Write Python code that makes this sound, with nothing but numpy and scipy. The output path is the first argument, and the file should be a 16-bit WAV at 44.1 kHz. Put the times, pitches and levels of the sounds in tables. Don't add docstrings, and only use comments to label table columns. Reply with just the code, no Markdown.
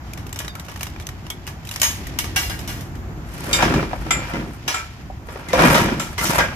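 import sys
import numpy as np
from scipy import signal
from scipy.fft import rfft, irfft, next_fast_len
from scipy.io import wavfile
from scipy.ndimage import uniform_filter1d

SR = 44100
rng = np.random.default_rng(int(sys.argv[2]) if len(sys.argv) > 2 else 0)


def persist_wave(psi):
    counts = np.round(np.clip(psi, -1, 1) * 32767).astype(np.int16)
    wavfile.write(sys.argv[1], SR, np.atleast_2d(counts).T)


N = 289205


def undb(db):
    return 10 ** (np.asarray(db) / 20)


def level(x, db):
    return x * undb(db) / np.sqrt(np.mean(x ** 2))


def colour(x, points):
    n = next_fast_len(x.shape[-1])
    hz, db = np.transpose(points)
    f = np.arange(n // 2 + 1) * SR / n + 1
    gain = undb(np.interp(np.log(f), np.log(hz), db))
    return irfft(rfft(x, n) * gain, n)[..., :x.shape[-1]]


# (frequency [Hz], side relative to mid [dB])
SIDE_WIDTH = [(30, -9.5), (125, -15.5), (300, -15), (600, -6), (900, -6), (1400, 2), (4000, -2.5),
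              (14000, 3.5)]
PORT_LAG = 4


def pair(mid, side):
    side = colour(side, SIDE_WIDTH)
    return np.array([mid + side, np.roll(mid - side, PORT_LAG)])


def noise():
    return pair(rng.standard_normal(N), rng.standard_normal(N))


def walk(rate):
    hold = int(SR / rate)
    steps = np.repeat(rng.standard_normal(N // hold + 1), hold)
    return 1.32 * uniform_filter1d(uniform_filter1d(steps, hold), hold)[:N]


def fade(t, t60):
    return np.exp(-np.log(1000) * t / t60)


def add(out, s, x):
    i = int(s * SR)
    out[:, i:i + x.shape[1]] += x[:, :N - i]


def grains(rate, spread_db, t60):
    hits = (rng.random(N) < rate / SR) * undb(spread_db * rng.exponential(size=N))
    envelope = signal.lfilter([1], [1, -fade(1 / SR, t60)], hits)
    return level(noise() * envelope, 0)


def curve(tables, column):
    t, gain = np.arange(N) / SR, 0
    for rows in tables:
        rows = np.array(rows)
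        edge = np.clip(np.minimum(t - rows[0, 0], rows[-1, 0] + .05 - t) / .05, 0, 1)
        gain = gain + edge * undb(np.interp(t, rows[:, 0], rows[:, column]))
    return gain


def both(a, b):
    return np.hypot(a, b)


def crowd(spread_db, gap_hz):
    hz = np.arange(200, 16000, gap_hz)
    return np.transpose([hz, spread_db * (2 * rng.random(len(hz)) - 1)])


# (frequency [Hz], relative level [dB])
TOWN_SPECTRUM = [(13, -40), (22, -13.5), (87, 9.5), (310, -10.5), (457, -20), (730, -10.5), (2260, -24.5),
                 (3610, -33.5), (7390, -34), (8970, -92), (11800, -34.5), (14700, -51), (16000, -84)]
TOWN_DB, SWELL_DB = -36.5, 1.8


def town():
    return level(colour(noise(), TOWN_SPECTRUM) * undb(SWELL_DB * walk(1.11)), TOWN_DB)


# (time [s], sleeve rustle [dB], low throb before its trim [dB])
NEAR_PHONE = [(0, -48.5, -33), (0.45, -59, -35.5), (0.65, -53, -40), (0.9, -50, -33.5), (1.6, -53.5, -37.5),
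              (1.85, -38.5, -35), (2.15, -45.5, -28), (2.4, -44, -29), (2.8, -45.5, -30), (3, -78, -29.5),
              (3.4, -41, -32), (4, -47, -26.5), (4.2, -40, -30.5), (4.55, -53, -36), (4.8, -40, -42.5),
              (5.2, -60, -32), (5.45, -52, -40), (6.55, -41, -32)]
# (frequency [Hz], relative level [dB])
SLEEVE_SPECTRUM = [(470, -55), (800, -21), (1080, -15), (1550, 1.5), (1810, 4.5), (3140, 2.5), (4030, -2),
                   (5440, -1), (8660, -16.5), (12500, -13.5), (16000, -94)]
PULL_RUSTLE_DB, PULL_THROB_DB = -9.5, -6


def close_by():
    sleeve = colour(grains(2500, 0.68, 0.026), SLEEVE_SPECTRUM) * undb(0.74 * walk(14.0))
    throb = colour(noise(), [(15, -40), (30, -13), (55, 7.0), (100, -3.0), (150, -6.5), (300, -56.0)])
    rustle_gain = both(curve([NEAR_PHONE], 1), undb(PULL_RUSTLE_DB) * curve(MOVES, 1))
    throb_gain = both(curve([NEAR_PHONE], 2), undb(PULL_THROB_DB) * curve(MOVES, 3))
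    return level(sleeve, 0) * rustle_gain + level(throb, -5.0) * throb_gain


# (time [s], relative blow level [dB], lows before the treble tilt [dB],
# relative shiver level [dB], clink frequency [Hz])
METAL_KNOCKS = [(0.1347, -20, -11, -13.5, 2370), (0.1753, -29, 11.5, -1.5, 2330),
                (0.3283, -17, 4, -17, 7600), (0.36, -22.5, 8, -5.5, 5470), (0.39, -15, -16, -9, 7300),
                (0.4022, -27, 15, 0, 3460), (0.447, -27, 8, -4.5, 2850), (0.4803, -17.5, 9, -15, 3840),
                (0.553, -23, 6, -10, 2280), (0.597, -23.5, 6, -8.5, 3700), (0.684, -29.5, 13, 0.5, 2680),
                (0.7598, -25.5, 12, -13, 1830), (0.809, -20.5, 7, -5, 2770), (0.831, -14, 2, -13, 2250),
                (0.868, -22, 10, -9.5, 2760), (0.962, -29, 24, -15, 2360), (0.999, -24, 10, -14, 2340),
                (1.0686, -16.5, -10, -17, 6160), (1.0897, -23.5, 11, -10, 1860),
                (1.266, -27, 12, -10, 2820), (1.3022, -13, 3, -11, 3300), (1.468, -21.5, -3, -19, 2800),
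                (1.4754, -22, 10.5, -2.5, 2600), (1.651, -29, -14, -8, 3120), (1.672, -26, -14, -9, 2600),
                (1.6908, -18.5, 0, -17, 3900), (1.7123, -19.5, 1, -4.5, 2850), (1.7394, -26, -8, -9, 4600),
                (1.7603, -15, 7, -10.5, 5540), (1.799, -20, -23, -5, 4700), (1.817, 0, -4, -12, 6980),
                (1.8305, -12.5, 0, 4.5, 6340), (2.0696, -20.5, -4, -9.5, 1920),
                (2.1883, -8.5, -3, -4, 2910), (2.2425, -24.5, 7, 0, 1830), (2.3609, -21, 1.5, 9.5, 2810),
                (2.497, -25, 8, 0.5, 3080), (2.591, -25, 4, -5.5, 2800), (2.676, -33, 4.5, 10.5, 2820),
                (2.8084, -29, 2, -7, 2010), (2.954, -32, 9, -8.5, 3050), (3.53, -9, -12, 1.5, 3600),
                (3.6244, -11, 17, -0.5, 2210), (3.7392, -17, 16, -1, 1740), (3.828, -22.5, 29, -7.5, 2080),
                (3.932, -26, 30.5, -7, 2220), (4.066, -27.5, 26, -7, 1810), (4.1079, -8.5, 7.5, -3.5, 2390),
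                (4.3355, -24.5, 14, -4, 1980), (4.679, -15.5, 7.5, 4.5, 5750), (4.743, -28, 14, 4, 7220),
                (5.2867, -31, 22.5, -1.5, 2100), (5.3587, -34, 32.5, -4, 2400), (5.486, -25, -4, -1, 2090),
                (5.5316, -15, 12.5, 0.5, 1890), (5.5913, -17, 24, 5.5, 2270), (5.6343, -22, 24, 7.5, 1900),
                (5.7, -27, 18, 7, 1900), (5.7444, -18.5, 13.5, 10, 1990), (5.997, -19.5, 0, 3, 7600),
                (6.18, -23, 8, 9.5, 2070), (6.253, -22, 0, 7, 5970), (6.296, -27, 22, 4.5, 1500),
                (6.387, -10, 12, -1, 1700)]
# (frequency [Hz], gain [dB])
STEEL_COLOUR = [(200, -3.5), (700, 12), (1500, 15.5), (3000, 14.5), (6000, 8.5), (9000, -9), (12000, -2.5),
                (15000, -16.5)]
TREBLE_DB, DULL_FROM_DB, DULLING = 13.5, 4, 0.73
FAR_FROM_S = 3
AIR_DB, FAR_AIR_DB = 1.5, -4.5


def knocks():
    out, t = np.zeros((2, N)), np.arange(SR // 2) / SR
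    steel = colour(noise(), STEEL_COLOUR)
    steel = np.concatenate([steel, steel], axis=1)
    ringing = colour(steel, crowd(9., 35.))
    crack = level(steel, -6.5)
    shiver = level(colour(ringing, [(6000, -1.5), (12000, -2.0)]), -10.5)
    ports = np.array([[1], [-1]])
    edges = np.clip(np.minimum(t / 0.002, (t[-1] - t) / .1), 0, 1)
    for s, db, low_db, tail_db, clink_hz in METAL_KNOCKS + ticks():
        i = int(s * SR)
        high_db = TREBLE_DB - DULLING * max(low_db - DULL_FROM_DB, 0)
        air_db = AIR_DB if s < FAR_FROM_S else FAR_AIR_DB
        tint = [(500, low_db), (1500, low_db / 2 - 4.0), (3000, 0), (5000, 0),
                (8000, high_db), (12000, high_db + air_db)]
        t60 = 0.27 * undb(0.52 * tail_db)
        blow = crack[:, i:i + len(t)] * fade(t, 0.018)
        blow = blow + undb(tail_db) * shiver[:, i:i + len(t)] * fade(t, t60)
        clink = undb(-5.5) * fade(t, 0.021) * np.sin(2 * np.pi * clink_hz * t + 0.33 * ports)
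        add(out, s - .001, (colour(blow, tint) + clink) * edges * undb(db))
    return out


FUMBLE_S, TICK_COUNT = (0.15, 1.1), 22
TICK_DB, TICK_SPREAD_DB, TICK_SHIVER_DB = -35, 4, -13


def ticks():
    start, end = FUMBLE_S
    rows = []
    for when, size, pitch in rng.random((TICK_COUNT, 3)):
        db = TICK_DB + TICK_SPREAD_DB * (2 * size - 1)
        rows.append((start + when * (end - start), db, 4.0, TICK_SHIVER_DB, 2200 + 1800 * pitch))
    return rows


# (time [s], part struck, relative blow level [dB])
RINGING_BLOWS = [(0.492, "link", -41), (.555, "handle", -40), (1.301, "lock", -37), (1.83, "tongue", -16.5),
                 (2.188, "crossbar", -35), (2.363, "crossbar", -22.5), (2.363, "washer", -23),
                 (2.364, "rail", -24.5), (2.43, "crossbar", -31), (2.498, "crossbar", -34),
                 (2.505, "rail", -29), (2.69, "crossbar", -38), (2.69, "rail", -37), (2.676, "washer", -36),
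                 (3.531, "upright", -26), (3.53, "link", -19), (3.531, "rod", -22.5),
                 (3.531, "washer", -33), (3.544, "handle", -28), (3.628, "wheel", -16),
                 (3.66, "wheel", -12), (3.755, "wheel", -19), (3.63, "rail", -24), (3.624, "board", -11),
                 (3.739, "board", -22), (3.827, "board", -26), (3.931, "board", -23), (4.18, "handle", -36),
                 (4.335, "brace", -33), (4.108, "upright", -23.5), (4.106, "handle", -22),
                 (4.108, "brace", -19.5), (4.108, "rod", -19), (4.109, "link", -31), (4.108, "lock", -27),
                 (4.337, "deck", -31), (4.337, "wheel", -23), (4.677, "washer", -24),
                 (4.679, "crossbar", -27.5), (4.68, "upright", -31), (4.742, "handle", -24.5),
                 (4.743, "upright", -32.5), (4.742, "rod", -26), (5.1, "board", -29.5),
                 (5.36, "board", -34.5), (5.487, "brace", -31.5), (5.533, "kicked bar", -8),
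                 (5.647, "board", -17), (5.748, "board", -17), (5.55, "deck", -23), (5.594, "deck", -21.5),
                 (5.596, "handle", -26), (5.637, "deck", -26), (5.848, "wheel", -18), (5.872, "wheel", -19),
                 (5.758, "wheel", -15), (5.644, "rail", -22), (5.745, "brace", -28), (5.704, "wheel", -12),
                 (5.816, "wheel", -16), (5.997, "rod", -31.5), (5.998, "handle", -32.5),
                 (6.21, "handle", -33), (6.183, "brace", -22.5), (6.254, "washer", -27),
                 (6.292, "wheel", -21), (6.405, "wheel", -23), (6.388, "upright", -27),
                 (6.405, "rail", -18), (6.453, "rail", -29), (6.41, "deck", -31), (6.388, "board", -28),
                 (6.388, "brace", -25)]
PART_MODES = { "tongue": [(6525, 0, .3), (6756, -9, .22)], "link": [(3666, 0, .14), (4770, -1, .2)],
              "washer": [(5749, 0, .22), (6150, -8, .13)], "crossbar": [(764, -8, .15), (2008, -7, .22),
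              (2261, -6, .25), (2767, -4, .25), (2848, -4, .2), (3350, -5, .15), (3881, -12, .2),
              (4237, -8, .3), (4985, -5, .3), (5250, -7, .15)], "upright": [(2169, -4, .3), (2293, -7, .4),
              (2385, 0, .3), (2659, -11, .28), (3000, -12, .25), (3252, -7, .15), (3445, -12, .25)],
              "handle": [(764, -9, .14), (1335, 0, .26), (1395, -5, .25), (1567, -10, .25)],
              "rail": [(1453, -9, .25), (1614, 0, .17), (1857, -12, .25)], "brace": [(2056, 0, .18),
              (1992, -8, .2)], "rod": [(7165, -5, .3), (7221, 0, .29), (7483, -9, .2), (7650, -11, .14),
              (7948, -10, .2), (8702, -15, .2)], "deck": [(180, -4, .25), (255, -3, .2), (321, -2, .25),
              (498, -2, .15), (557, -1, .2), (689, -4, .08), (826, -7, .2), (942, -6, .18), (1038, -7, .14),
              (1178, -10, .15)], "board": [(600, -5, .05), (760, 0, .05), (950, -5, .04)],
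              "wheel": [(160, 0, .07), (225, 0, .07), (320, -4, .09)], "kicked bar": [(517, 0, .1),
              (689, -5, .07), (1023, -9, .08)], "lock": [(2213, -3, .12), (3198, 0, .12), (3418, 0, .16)], }
BUZZ_DB = 3
LINGER_DB, LINGER = -13, 2.6


def rings():
    out, t = np.zeros((2, N)), np.arange(int(.6 * SR)) / SR
    chance = rng.standard_normal((len(RINGING_BLOWS), 10, 5))
    buzz = BUZZ_DB * np.minimum(np.tile(walk(90), 2), 1)
    ports = np.array([[1], [-1]])
    for (s, part, blow_db), luck in zip(RINGING_BLOWS, chance):
        for (hz, db, t60), (size, start, turn, split, twin) in zip(PART_MODES[part], luck):
            port_phase = 0.73 * min(hz / 1200, 1) * np.sign(turn) * ports
            phase = 2 * np.pi * hz * t + 3 * start + port_phase
            wave = np.sin(phase) + .4 * np.sin(phase + 2 * np.pi * 35 * split * t + 3 * twin)
            flutter = undb(buzz[int(s * SR + hz):][:len(t)] * np.minimum(t / .02, 1))
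            linger = (400 < hz < 4500) * undb(LINGER_DB) * fade(t, LINGER * t60)
            decay = flutter * (fade(t, t60) + linger) * (1 - t / t[-1])
            attack = np.minimum(t / 0.0023, 1)
            add(out, s, undb(blow_db + db + size) * attack * decay * wave)
    return out


# (time [s], frame shake [dB], wheel hiss [dB], deck rumble [dB])
MOVES = [
    [(3.25, -62, -45, -50), (3.53, -29.5, -30, -24.5), (3.61, -20.5, -45, -20), (3.65, -22, -34, -18.5),
     (3.78, -29, -61, -18.5), (4, -44, -43, -37.5), (4.2, -31.5, -56, -27.5), (4.3, -38, -43, -54),
     (4.37, -31.5, -60, -24), (4.55, -52.5, -47, -36)],
    [(5.25, -47, -40, -54), (5.48, -40.5, -55, -36), (5.55, -22, -32, -26), (5.64, -15.5, -22.5, -16.5),
     (5.72, -21.5, -22, -16), (5.79, -21.5, -24.5, -17.5), (5.85, -25.5, -30, -17.5),
     (5.91, -27.5, -52, -25), (6.12, -42.5, -38, -37.5)],
    [(6.18, -32, -32, -29), (6.27, -39, -14.5, -26), (6.33, -25.5, -24, -28), (6.375, -24.5, -25, -26.5),
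     (6.41, -22, -36.5, -22.5), (6.5, -32, -64, -30.5), (6.55, -39, -63, -41)],
]
# (frequency [Hz], gain [dB])
FRAME_COLOUR = [(240, -34), (400, -20), (453, -12), (545, -2), (1600, -5.5), (3750, -15), (12500, -19),
                (15300, -58), (16000, -91)]
IDLE_DECK_DB = -4.5
JANGLE_RING_DB = -3.5


def resonate(x, hz, t60, damping):
    return signal.lfilter(*signal.iirpeak(hz, hz * t60 / damping, SR), x)


def rolling():
    jolts = grains(500, 3.6, 0.13)
    boom = sum(undb(db) * resonate(jolts, hz, t60, 12.0) for hz, db, t60 in PART_MODES["deck"][:3])
    thud = colour(jolts, [(60, -75.0), (130, 13.5), (400, 1.0), (700, -16.5), (2500, -58)])
    deck = level(boom, -22.5) + level(thud, -19.0)

    rattle = grains(500, 2.1, .025)
    frame = colour(colour(rattle, FRAME_COLOUR), crowd(5., 30.))
    tubes = [mode for part in ("handle", "rail", "upright") for mode in PART_MODES[part]]
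    tubes = tubes + PART_MODES["deck"][3:]
    shaken = sum(undb(db) * np.sqrt(t60) * resonate(frame, hz, t60, 3.5) for hz, db, t60 in tubes)
    jangle = colour(frame, [(300, -32), (500, -3.0), (3200, -4.5), (5000, -36.0), (9000, -57)])
    jangle = level(jangle, 0) + level(shaken, JANGLE_RING_DB)

    hiss = colour(frame, [(2000, -12.5), (3000, -31), (4200, -6), (9000, -4.0), (12000, -4.0), (15000, 19)])
    deck_gain = both(undb(IDLE_DECK_DB) * curve([NEAR_PHONE], 2), curve(MOVES, 3))
    out = level(deck, -3.5) * deck_gain
    out = out + level(jangle, -0.16) * curve(MOVES, 1)
    return out + level(hiss, -5.5) * curve(MOVES, 2)


def scene():
    return town() + close_by() + knocks() + rings() + rolling()


# (frequency [Hz], left minus right [dB])
PORT_MISMATCH = [(500, -0.24), (1000, 0.5), (2000, 1), (4000, -3), (8000, 1.5), (12000, 0.5)]
TOP_HZ = 15300


def record(dry):
    left = colour(dry[0], [(hz, db / 2) for hz, db in PORT_MISMATCH])
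    right = colour(dry[1], [(hz, -db / 2) for hz, db in PORT_MISMATCH])
    rounded = np.tanh(0.88 * np.array([left, right])) / 0.76
    low_pass = signal.ellip(8, .2, 70, TOP_HZ, fs=SR, output="sos")
    return signal.sosfilt(low_pass, rounded)


dry = scene()
out = record(dry)
persist_wave(out)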